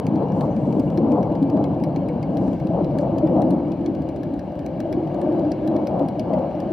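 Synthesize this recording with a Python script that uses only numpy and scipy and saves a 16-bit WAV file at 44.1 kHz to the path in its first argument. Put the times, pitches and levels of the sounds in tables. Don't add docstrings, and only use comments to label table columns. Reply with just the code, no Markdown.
import sys
import numpy as np
from scipy import signal
from scipy.fft import rfft, irfft
from scipy.io import wavfile
from scipy.ndimage import uniform_filter1d, map_coordinates

SR = 44100
rng = np.random.default_rng(int(sys.argv[2]) if len(sys.argv) > 2 else 0)


def to_wav(sig):
    pcm = np.clip(np.atleast_2d(sig), -1, 1) * 32767
    pcm = np.round(pcm).astype(np.int16)
    wavfile.write(sys.argv[1], SR, pcm.T)


def magnitude_from_level(level_db):
    exponent = np.asarray(level_db, float) / 20
    return 10 ** exponent


N = 296352


def unit(x):
    return x / np.sqrt(np.mean(x ** 2) + 1e-20)


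def along(points, hz):
    f, v = np.transpose(points)
    return np.interp(np.log(hz + 1), np.log(f + 1), v)


def curves(rows):
    s, *cols = np.transpose(rows)
    return [np.interp(np.arange(N) / SR, s, c) for c in cols]


def wobble(rate):
    return map_coordinates(rng.standard_normal(2000), [np.arange(N) * min(rate, 250) / SR])


def swells(rows):
    t = np.arange(N) / SR
    return sum(db * np.cos(np.pi * np.clip((t - s) / length, -.5, .5)) ** 2 for s, length, db in rows)


def filtered(x, response):
    n = x.shape[-1]
    return irfft(rfft(x) * response(np.fft.rfftfreq(n, 1 / SR)), n)


def modes(table, scatter_db=0):
    def response(f):
        total = 0
        for k, (centre, width, db) in enumerate(table):
            gain = (-1) ** k * magnitude_from_level(db + scatter_db * rng.normal())
            total = total + gain * 1j * f * width / (centre ** 2 - f ** 2 + 1j * f * width)
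        return total
    return response


# [f/Hz, likeness 0-1]
LIKENESS = [(60, 0.99), (200, 1), (330, 0.94), (600, 0.96), (1000, 0.73), (1800, 0.88), (3500, 0.77),
            (5500, 1), (8000, .2), (10800, .5), (13000, .1)]


def pair(noise, response, firm=0):
    def mid_side(hz):
        angle = (1 - firm) * np.arccos(np.clip(along(LIKENESS, hz), -1, 1)) / 2
        return response(hz) * np.array([np.cos(angle), np.sin(angle)])
    mid, side = filtered(noise, mid_side)
    return np.array([mid + side, mid - side])


def rush(response, patchy_db, size=1024):
    z = signal.stft(rng.standard_normal((2, N)), nperseg=size)[2]
    field = rng.standard_normal(z.shape[1:])
    field = uniform_filter1d(uniform_filter1d(field, size=3, axis=0), size=4, axis=1)
    patchy = signal.istft(z * magnitude_from_level(patchy_db * unit(field)), nperseg=size)[1][:, :N]
    return unit(pair(patchy, response))


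HUSH_S = .012


def bursts(rows, gain_db, rise_s, t60):
    out, busy, t = np.zeros(N + SR), np.zeros(N + SR), np.arange(SR // 8) / SR
    shape = (1 - np.exp(-t / rise_s)) * magnitude_from_level(-60 * t / t60)
    shape = shape / shape.max()
    for (s, db, hz), (start, drift, beat) in zip(rows, rng.uniform(-0.79, 1, (len(rows), 3))):
        ring = np.sin(2 * np.pi * hz * t * (1 + 0.66 * drift * t) + np.pi * start)
        ring += 0.43 * np.sin(2 * np.pi * hz * (1 + 0.22 * beat) * t)
        here = slice(round(s * SR), round(s * SR) + len(t))
        out[here] += magnitude_from_level(db + gain_db) * shape * ring
        busy[here] += shape
    ahead = busy[round(HUSH_S * SR):][:N]
    return out[:N], np.clip(np.maximum(busy[:N], ahead), 0, 1)


# [t/s, length/s, f/Hz, width/Hz, level/dB]
GEAR_SQUEAKS = [(.29, .2, 6100, 4300, -68.5), (.35, .14, 13840, 3020, -71), (.495, .05, 6150, 500, -65),
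                (.3, .7, 6100, 3500, -73), (.5, .3, 8200, 300, -79), (.8, .23, 7500, 2500, -77),
                (.868, .025, 2800, 250, -60), (.5, .45, 6520, 4540, -76), (.724, .2, 13100, 5030, -78),
                (2.33, .32, 5200, 3800, -68), (2.25, .3, 6500, 5000, -77), (2.49, .15, 12450, 2480, -79.5),
                (2.994, .052, 6900, 560, -74), (2.99, .044, 4500, 5000, -66),
                (4.49, .08, 12900, 3340, -78.5)]


def squeaks():
    out = np.zeros((2, N))
    for s, length, hz, width, db in GEAR_SQUEAKS:
        n = round(length * SR)
        band = pair(rng.standard_normal((2, SR)), lambda f: modes([(hz, width, 0)])(f) ** 2)
        swell = magnitude_from_level(db + 1.8 * wobble(80)[:n]) * np.sqrt(np.hanning(n))
        out[:, round(s * SR):][:, :n] += swell * unit(band)[:, :n]
    return out


# [t/s, peak level/dB, high
# snap/dB, low knock/dB]
HARD_STEPS = [(0.067, -33.5, -21, -8), (0.4085, -36, -25, -6.5), (0.797, -40, -12.5, -9),
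              (0.9748, -34, -21.5, -9.5), (1.119, -41, -20, -6), (1.427, -43.5, -20, -6),
              (1.641, -40, -20.5, -6), (1.8377, -36, -12, -9), (1.9619, -40, -31, -5),
              (2.087, -43, -16, -1.5), (2.228, -40.5, -19, -6.5), (2.371, -39, -18, -8),
              (2.986, -36, -20, -6.5), (3.184, -37.5, -18, -11.5), (3.4188, -39, -17, -5.5),
              (3.507, -39.5, -10, -10), (3.8611, -35, -21.5, -13.5), (4.233, -43.5, -10.5, -3.5),
              (4.393, -40.5, -18, -8.5), (4.663, -38, -15.5, -9.5), (4.803, -37, -17, -5.5),
              (4.9272, -35, -14.5, -8.5), (5.215, -44, -12.5, -3.5), (5.518, -30.5, -21.5, -13),
              (5.676, -39.5, -13, -7), (5.7642, -38, -16, -13), (5.871, -33, -18, -10),
              (6.0856, -38, -12, -10), (6.1954, -32, -19.5, -11), (6.6026, -41, -16, -6)]
# [t/s, peak
# level/dB]
FURTHER_STEPS = [(0.157, -44.5), (0.3208, -45.5), (0.565, -45.5), (0.7261, -42.5), (0.902, -48),
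                   (1.2288, -41), (1.353, -44.5), (1.499, -41.5), (1.569, -46.5), (1.744, -54.5),
                   (2.479, -50), (2.5313, -47), (2.6, -45), (2.6707, -45.5), (2.8454, -45.5), (3.273, -45.5),
                   (3.7191, -44), (3.95, -46.5), (4.0205, -50), (4.0895, -44), (4.162, -48), (4.3385, -50.5),
                   (4.592, -46.5), (5.034, -58), (5.1433, -43.5), (5.3228, -49), (5.394, -47.5), (5.994, -45),
                   (6.336, -42.5), (6.551, -51),
                   (.227, -54), (.285, -56), (.476, -59.5), (1.301, -67.5), (1.32, -52), (1.8, -52.5),
                 (2.351, -62), (2.736, -64), (2.909, -54), (3.108, -57), (3.25, -61.5), (3.365, -54),
                 (3.682, -54), (3.772, -58.5), (3.81, -57.5), (4.478, -62), (4.52, -57), (4.554, -59),
                 (5.074, -50), (5.102, -58.5), (5.451, -53), (6.157, -59.5), (6.388, -50), (6.51, -53)]


def steps():
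    rows = [tuple(row) for row in HARD_STEPS]
    for s, db in FURTHER_STEPS:
        knock_db = -7 - 0.44 * (db + 42)
        rows.append((s, db, -19, knock_db))
    return np.array(sorted(rows))


STEP_HZ = 56.25
# [t/s, level/dB]
DRIVE_EFFORT = [(0, 1.4), (.6, 1), (1.3, 0.5), (2.1, 0.5), (2.9, 1.7), (3.6, 0.5), (4.5, 0.5), (5.4, 2.5),
                (6.2, 1.5), (6.72, 2.5)]
# [f/Hz, width/Hz, level/dB]
WHIR_MODES = [(1574, 210, 10.5), (2273, 210, 7.5), (2840, 300, 6), (3500, 510, -1.5), (3970, 440, -0.5),
              (4870, 640, -5), (5600, 770, -6.5)]
# [f/Hz, level/dB per Hz]
GEAR_HISS = [(4000, -30), (5000, -3), (6000, 0), (7300, -7), (7900, -7.5), (8200, -1), (8500, -6.5),
             (9300, -12), (10500, -40)]
# [f/Hz, level/dB per Hz]
GEAR_FIZZ = [(8500, -30), (9600, -9), (10500, -4), (11000, -4), (11350, 1), (11700, -5), (13500, -4),
             (16000, -4)]


def drive():
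    effort_db, = curves(DRIVE_EFFORT)
    times = steps()[:, 0]
    anchors = np.r_[times[0] - 9 / STEP_HZ, times, times[-1] + 9 / STEP_HZ]
    counts = np.cumsum(np.round(np.diff(anchors, prepend=anchors[0]) * STEP_HZ))
    step = np.interp(np.arange(N) / SR, anchors, counts)
    size = magnitude_from_level(2.4 * rng.standard_normal(1000))[step.astype(int)]
    gate = 1 + 0.073 * size * np.exp(-(step % 1) / 0.22)
    snap = 1 + .5 * size * np.exp(-(step % 1) / .09)
    whir = gate * rush(lambda f: np.abs(modes(WHIR_MODES)(f)) / (1 + (f / 5800) ** 8), patchy_db=2.1)
    hiss = snap * rush(lambda f: magnitude_from_level(along(GEAR_HISS, f)), patchy_db=2.8)
    fizz = snap * rush(lambda f: magnitude_from_level(along(GEAR_FIZZ, f)), patchy_db=1.3)
    out = magnitude_from_level(-58.5 + 1.4 * effort_db) * unit(whir)
    out += magnitude_from_level(-81 + 1.5 * effort_db) * unit(hiss)
    out += magnitude_from_level(-79 + .9 * effort_db) * unit(fizz)
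    return out


# [f/Hz, width/Hz, level/dB]
KNOCK_MODES = [(1640, 270, 9.5), (2284, 180, 10), (2810, 700, 4)]
# [f/Hz, width/Hz, level/dB]
CLICK_MODES = [(3130, 2700, -12), (4150, 150, 3.5), (4650, 380, 0), (5600, 380, 0), (6100, 790, -7.5),
               (6980, 360, -11.5)]
# [f/Hz, width/Hz, level/dB]
SNAP_MODES = [(8100, 190, 1), (10940, 520, 2.5), (11400, 370, 6.5), (13000, 1200, -10), (15000, 980, -13.5)]


def ticks():
    out, t = np.zeros((2, N + SR)), np.arange(3072) / SR
    for s, db, snap_db, knock_db in steps():
        pan_db = -1 + 3 * rng.normal()
        lag = rng.uniform(.0015, .004)
        groups = [(KNOCK_MODES, knock_db + 9, .016, .3),  # modes, dB, T60 in s, rebound
                  (CLICK_MODES, -3, .012, .2),
                  (SNAP_MODES, snap_db + 4, .006, .15)]
        for shell, level_db, t60, rebound in groups:
            rattle = magnitude_from_level(-60 * t / t60)
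            rattle += rebound * (t > lag) * magnitude_from_level(-60 * (t - lag) / (4 * t60))
            blow = rattle * rng.standard_normal((2, len(t)))
            blow[0, 4] += 6.5
            ring = pair(blow, modes(shell, scatter_db=3.5), firm=.25)
            gain = magnitude_from_level(db + level_db + np.array([[.3], [-.3]]) * pan_db)
            out[:, round(s * SR):][:, :len(t)] += gain * 0.089 * unit(ring)
    return out[:, :N]


# [t/s, peak level/dB, f/Hz]
STEP_RINGS = [(0.0664, -40.5, 4500), (0.157, -45, 4100), (0.4075, -46, 3220), (0.7257, -49, 4700),
              (0.798, -48.5, 4500), (0.9738, -40, 4180), (1.118, -43.5, 3200), (1.2286, -48, 4730),
              (1.3553, -46, 4800), (1.4267, -41, 4100), (1.498, -48, 4530), (1.5664, -46, 3490),
              (1.6393, -39.5, 4060), (1.836, -38, 3970), (1.9603, -32.5, 4150), (2.0862, -44, 3970),
              (2.2292, -36, 4560), (2.3696, -38, 4150), (2.6, -53, 3320), (2.669, -47, 4090),
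              (2.8443, -39.5, 4030), (2.985, -37.5, 4170), (3.1812, -42, 4150), (3.271, -40.5, 3500),
              (3.4188, -44.5, 3860), (3.506, -40.5, 4070), (3.7184, -52.5, 3400), (3.861, -37, 3380),
              (3.9468, -43.5, 3150), (4.0901, -43, 4110), (4.2318, -46, 3150), (4.337, -44, 3900),
              (4.3922, -42, 4120), (4.6613, -40.5, 4080), (4.8035, -45.5, 3300), (4.9267, -36, 3400),
              (5.1435, -49, 4600), (5.215, -43, 3190), (5.3223, -46.5, 3360), (5.5163, -39.5, 4930),
              (5.676, -35, 3980), (5.7633, -40, 3490), (5.8688, -38.5, 4180), (5.9933, -41, 3510),
              (6.0862, -38.5, 4070), (6.1952, -36, 4600), (6.3353, -61, 3370), (6.603, -45.5, 4660)]
# [t/s, peak level/dB, f/Hz]
STEP_THUDS = [(0.0677, -43, 1700), (0.4075, -47.5, 1760), (0.7966, -45.5, 2360), (0.9757, -48.5, 1750),
              (1.1184, -41.5, 1700), (1.2291, -41.5, 2220), (1.6417, -39.5, 2180), (1.8367, -43, 2200),
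              (1.9614, -40, 2270), (2.0887, -35, 2200), (2.2313, -37.5, 2190), (2.371, -45, 2130),
              (2.9856, -40.5, 2250), (3.2725, -45, 1850), (3.8611, -43, 2220), (4.3924, -44.5, 1830),
              (4.6643, -46, 1730), (4.8035, -43, 2240), (4.9272, -35.5, 2260), (5.216, -40, 1710),
              (5.5174, -41, 2700), (5.676, -45, 1760), (5.7658, -42, 1850), (5.8701, -41, 2280),
              (6.1968, -41, 2230), (6.3355, -40.5, 1970)]


def favoured_modes():
    rings, _ = bursts(STEP_RINGS, gain_db=-11, rise_s=0.00024, t60=0.037)
    thuds, _ = bursts(STEP_THUDS, gain_db=-9.5, rise_s=.0008, t60=0.081)
    return rings + thuds


def roar_top(f):
    return 1 / (1 + (f / 1700) ** 8)


def distant_band(shape):
    return rush(lambda f: magnitude_from_level(along(shape, f)) * roar_top(f), patchy_db=1, size=4096)


DUCK_DB = -3
# [f/Hz, level/dB per Hz]
LOW_THRUM = [(20, -48.5), (35, -15), (55, 2), (80, 6), (110, -1), (150, -9.5), (250, -79.5)]


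def rumble(loud_db):
    return magnitude_from_level(-41 + 0.36 * (loud_db - loud_db.mean())) * distant_band(LOW_THRUM)


# [f/Hz, level/dB per Hz]
WASH_SPECTRUM = [(60, -50.5), (100, -9), (150, -2), (190, -1.5), (235, -8), (320, -39.5), (500, -91)]
# [t/s, peak level/dB, f/Hz]
WASH_THUMPS = [(0.099, -17, 202.7), (0.19, -16, 185.3), (0.373, -17.5, 174.7), (0.471, -17, 224.5),
               (0.549, -11.5, 205), (0.728, -23, 179), (0.788, -22, 179.6), (0.911, -17, 200),
               (1.017, -9, 223), (1.098, -8.5, 238.7), (1.211, -15, 179), (1.331, -18.5, 165.2),
               (1.485, -16.5, 133.4), (1.661, -16.5, 229.5), (1.902, -15.5, 147), (2.026, -22, 184.6),
               (2.154, -17.5, 226), (2.278, -15.5, 180), (2.337, -19.5, 169), (2.436, -15.5, 199),
               (2.611, -17.5, 151), (2.724, -16.5, 165.5), (3.222, -22, 168), (3.286, -16, 173),
               (3.492, -13, 176.5), (4.002, -24.5, 155.3), (4.108, -23, 190.4), (4.724, -23.5, 181.3),
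               (4.806, -25.5, 233), (4.941, -24.5, 178.7), (5.054, -15, 154.2), (5.232, -20, 220.4),
               (5.383, -18, 175.7), (5.813, -19, 197), (5.939, -17, 176.5), (6.034, -15.5, 245.5),
               (6.19, -17, 230), (6.355, -15.5, 181.8), (6.426, -20, 164), (6.659, -21.5, 198.7)]


def propeller_wash(loud_db, turn, surge_db, gust_db, flutter):
    thumps, thumping = bursts(WASH_THUMPS, gain_db=-5.5, rise_s=0.0087, t60=0.15)
    wash_db = loud_db + 0.85 - 6.5 * turn + 0.045 * surge_db + 0.26 * gust_db
    wash_db += DUCK_DB * thumping + 0.089 * flutter
    return thumps + magnitude_from_level(wash_db) * distant_band(WASH_SPECTRUM)


# [f/Hz, level/dB per Hz]
BLADE_SPECTRUM = [(250, -45), (350, -3), (450, 1), (580, 0), (750, -6), (1000, -20.5), (1300, -29.5),
                  (1700, -48), (2500, -100)]
# [f/Hz, level/dB per Hz]
TIP_SPECTRUM = [(500, -48.5), (800, 13), (1000, 6), (1250, -8.5), (1500, -19), (2200, -86)]
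# [t/s, peak level/dB, f/Hz]
BLADE_SLAPS = [(0.161, -21.5, 753), (0.413, -21, 627), (0.479, -19.5, 610), (0.566, -22.5, 544),
               (0.834, -19.5, 548), (0.942, -19, 549), (0.998, -14, 535), (1.1, -15.5, 597),
               (1.174, -16.5, 699), (1.293, -16, 575), (1.541, -16.5, 611), (1.598, -18, 638),
               (1.763, -21, 643), (1.867, -19.5, 581), (2.019, -17.5, 549), (2.1, -17, 503),
               (2.646, -19.5, 526), (2.702, -17, 640), (2.763, -19.5, 562), (2.916, -17, 577),
               (2.993, -15.5, 575), (3.09, -20, 543), (3.225, -13.5, 595), (3.303, -11.5, 501),
               (3.386, -14.5, 684), (3.506, -27.5, 580), (4.509, -27.5, 626), (4.852, -20.5, 643),
               (5.035, -29, 612), (5.264, -14, 600), (5.316, -17.5, 536), (5.433, -16, 606),
               (5.613, -20, 568), (5.708, -18.5, 640), (5.757, -17, 617), (5.827, -19, 513),
               (5.881, -16.5, 585), (5.962, -22.5, 561), (6.187, -18.5, 632), (6.329, -11, 623),
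               (6.396, -16.5, 536), (6.486, -16, 560), (6.542, -19, 613), (6.686, -21, 640)]


def propeller_blades(loud_db, turn, gust_db, flutter):
    slaps, slapping = bursts(BLADE_SLAPS, gain_db=-5.5, rise_s=.0045, t60=.09)
    blades_db = loud_db - 4.2 + 2.5 * turn + gust_db + DUCK_DB * slapping
    tips_db = -9.5 - 14.5 * turn + 0.38 * gust_db
    bands = distant_band(BLADE_SPECTRUM) + magnitude_from_level(tips_db) * distant_band(TIP_SPECTRUM)
    return magnitude_from_level(blades_db + 0.071 * flutter) * bands, slaps


# [f/Hz, width/Hz, level/dB]
SILENCER = [
    (285, 120, 0),
    (316, 105, 0),
]
# [t/s, peak level/dB, f/Hz]
EXHAUST_BARKS = [(0.26, -32.5, 310), (0.369, -17.5, 285), (0.527, -18.5, 291), (0.581, -21, 269.5),
                 (0.767, -17, 317.6), (0.833, -13, 294), (0.977, -12.5, 345), (1.122, -11, 295.3),
                 (1.2, -19, 242), (1.311, -12.5, 313), (1.414, -6, 278.6), (1.61, -18, 305),
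                 (1.703, -20.5, 255), (1.861, -16.5, 312.7), (1.968, -13, 286), (2.08, -13.5, 306),
                 (2.24, -28, 298), (2.48, -8.5, 279), (2.569, -31.5, 324), (2.7, -15, 289.3),
                 (2.81, -12, 301), (3.159, -17, 301.6), (3.233, -11.5, 330), (3.333, -11, 312),
                 (3.396, -15.5, 259), (3.576, -14.5, 298), (3.631, -13.5, 297), (3.878, -12, 317),
                 (4.298, -24.5, 316.5), (4.361, -23, 297), (4.97, -19.5, 325), (5.026, -14.5, 313.5),
                 (5.183, -16, 308.6), (5.286, -11.5, 310.5), (5.316, -14, 337), (5.375, -15.5, 331),
                 (5.402, -13.5, 325), (5.461, -11, 303), (5.713, -14, 296), (5.752, -13.5, 291),
                 (5.783, -16, 306), (5.883, -23, 348), (6.009, -15, 289), (6.274, -16.5, 332),
                 (6.367, -15, 248.3), (6.414, -19, 329), (6.521, -27.5, 285.4), (6.703, -17, 352)]


def exhaust(loud_db, turn, surge_db, gust_db, flutter):
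    def silencer(mode):
        return rush(lambda f: modes([mode])(f) ** 2 * np.sqrt(roar_top(2 * f)), patchy_db=1.2, size=4096)
    side_on, turned = [silencer(mode) for mode in SILENCER]
    barks, barking = bursts(EXHAUST_BARKS, gain_db=-4, rise_s=0.0034, t60=0.14)
    exhaust_db = loud_db - 1 + surge_db + 0.075 * gust_db + DUCK_DB * barking
    tone = np.sqrt(1 - turn) * side_on + np.sqrt(turn) * turned
    return magnitude_from_level(exhaust_db + 1.2 * flutter) * tone, barks


# [f/Hz, width/Hz, level/dB]
BOUNCE_NOTCH = [
    (392.4, 140, 0.01),
    (450, 132, 0),
]


def snow_bounce(roar, turn):
    strength = 0.48 + 0.89 * turn - 0.097 * np.abs(wobble(5))
    ports = np.array([[1.05], [.95]])
    early, late = [filtered(roar, lambda f: modes([mode])(f * ports)) for mode in BOUNCE_NOTCH]
    return roar - np.clip(strength, 0, 1) * ((1 - turn) * early + turn * late)


# [t/s, level/dB, turn 0-1]
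CRAFT_PATH = [(0, -26, 0), (.9, -24, 0.14), (1.4, -25, 0.2), (1.8, -24, 0.2), (2.2, -26, 0.3),
              (2.9, -24, 0.5), (3.5, -19.5, 0.7), (3.75, -27.5, 0.55), (4.1, -28.5, 0.5), (4.6, -29.5, .7),
              (5.0, -25, 0.87), (5.6, -24.5, 0.9), (6.1, -27.5, 0.5), (6.72, -28, 0.7)]
# [t/s, length/s, level/dB]
ENGINE_SURGES = [(.17, .3, 7.5), (.5, 0.042, 5), (.78, 0.16, 8), (1.06, 0.24, 4.5), (1.6, 0.66, 7.5),
                 (2.1, 0.082, 0.5), (2.45, 0.43, 4), (2.8, 0.44, -0.5), (3.3, 0.68, 5), (3.9, 0.51, 6),
                 (4.22, 0.53, 5.5), (4.97, 0.21, 8.5), (5.38, 0.4, 5.5), (5.76, 0.41, 6), (6.03, 0.18, 5),
                 (6.38, 0.59, 3)]
# [t/s, length/s, level/dB]
AIR_GUSTS = [(.22, 0.25, 4.5), (.43, 0.37, 3.5), (.85, 0.091, -3), (1.17, 0.61, 5.5), (1.6, 0.25, 3),
             (2.4, 0.26, 2.5), (2.58, 0.1, -6), (2.78, 0.16, 7), (3.05, 0.26, 3), (3.41, 0.13, 0.5),
             (4.97, 0.54, 0), (5.33, 0.51, 3.5), (5.56, 0.29, -2), (5.77, 0.32, 6.5), (5.98, 0.33, 10),
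             (6.15, 0.17, 2.5), (6.37, 0.39, 7.5), (6.6, 0.74, 4)]
# [t/s, length/s, level/dB]
GUST_FLARES = [(.43, 0.075, 4.5), (1.18, .09, 4.5), (1.6, 0.091, 4), (2.78, 0.12, 0), (3.39, 0.14, 6.5),
               (5.75, 0.041, 2), (5.99, 0.093, 0), (6.35, 0.14, 2)]


def paramotor():
    loud_db, turn = curves(CRAFT_PATH)
    turn = np.clip(turn, 0, 1)
    surge_db = swells(ENGINE_SURGES)
    gust_db = swells(AIR_GUSTS) + swells(GUST_FLARES)
    flutter = wobble(35)
    firing_roar, barks = exhaust(loud_db, turn, surge_db, gust_db, flutter)
    blade_roar, slaps = propeller_blades(loud_db, turn, gust_db, flutter)
    roar = snow_bounce(firing_roar + blade_roar, turn)
    wash = propeller_wash(loud_db, turn, surge_db, gust_db, flutter)
    return roar + barks + slaps + wash + rumble(loud_db)


def scene():
    camera = squeaks() + drive() + ticks() + favoured_modes()
    return camera + paramotor()


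def top_cut(x):
    return signal.sosfilt(signal.butter(12, 15820, fs=SR, output="sos"), x)


# [f/Hz, left-right level/dB]
PORT_LEAN = [(40, -0.5), (200, 2), (330, 1.5), (550, 3.5), (900, 2.5), (1500, 1.5), (2700, 4.5), (4500, 5),
             (6500, -3), (8200, -12), (9800, -9), (12500, 1), (15000, -4.5)]
# [f/Hz, left lead/radians]
PORT_LEAD = [(40, -1.4), (150, 0.2), (1000, 0.21), (2000, 0.26), (3200, 0.53), (4500, -0.1), (7300, -2.1),
             (9000, -3), (11500, 1.2)]


def record(dry):
    dip_hz, width_hz, share = 9550, 550, .35

    def ports(hz):
        dip = 1 - share * np.exp(-((hz - dip_hz) / width_hz) ** 2)
        left_over_right = magnitude_from_level(along(PORT_LEAN, hz)) * np.exp(1j * along(PORT_LEAD, hz))
        return dip * left_over_right ** np.array([[.5], [-.5]])
    edge = SR // 10
    mirrored = np.pad(dry, ((0, 0), (edge, edge)), "reflect")
    heard = filtered(mirrored, ports)[:, edge:-edge]
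    return top_cut(heard)


dry = scene()
out = record(dry)
to_wav(out)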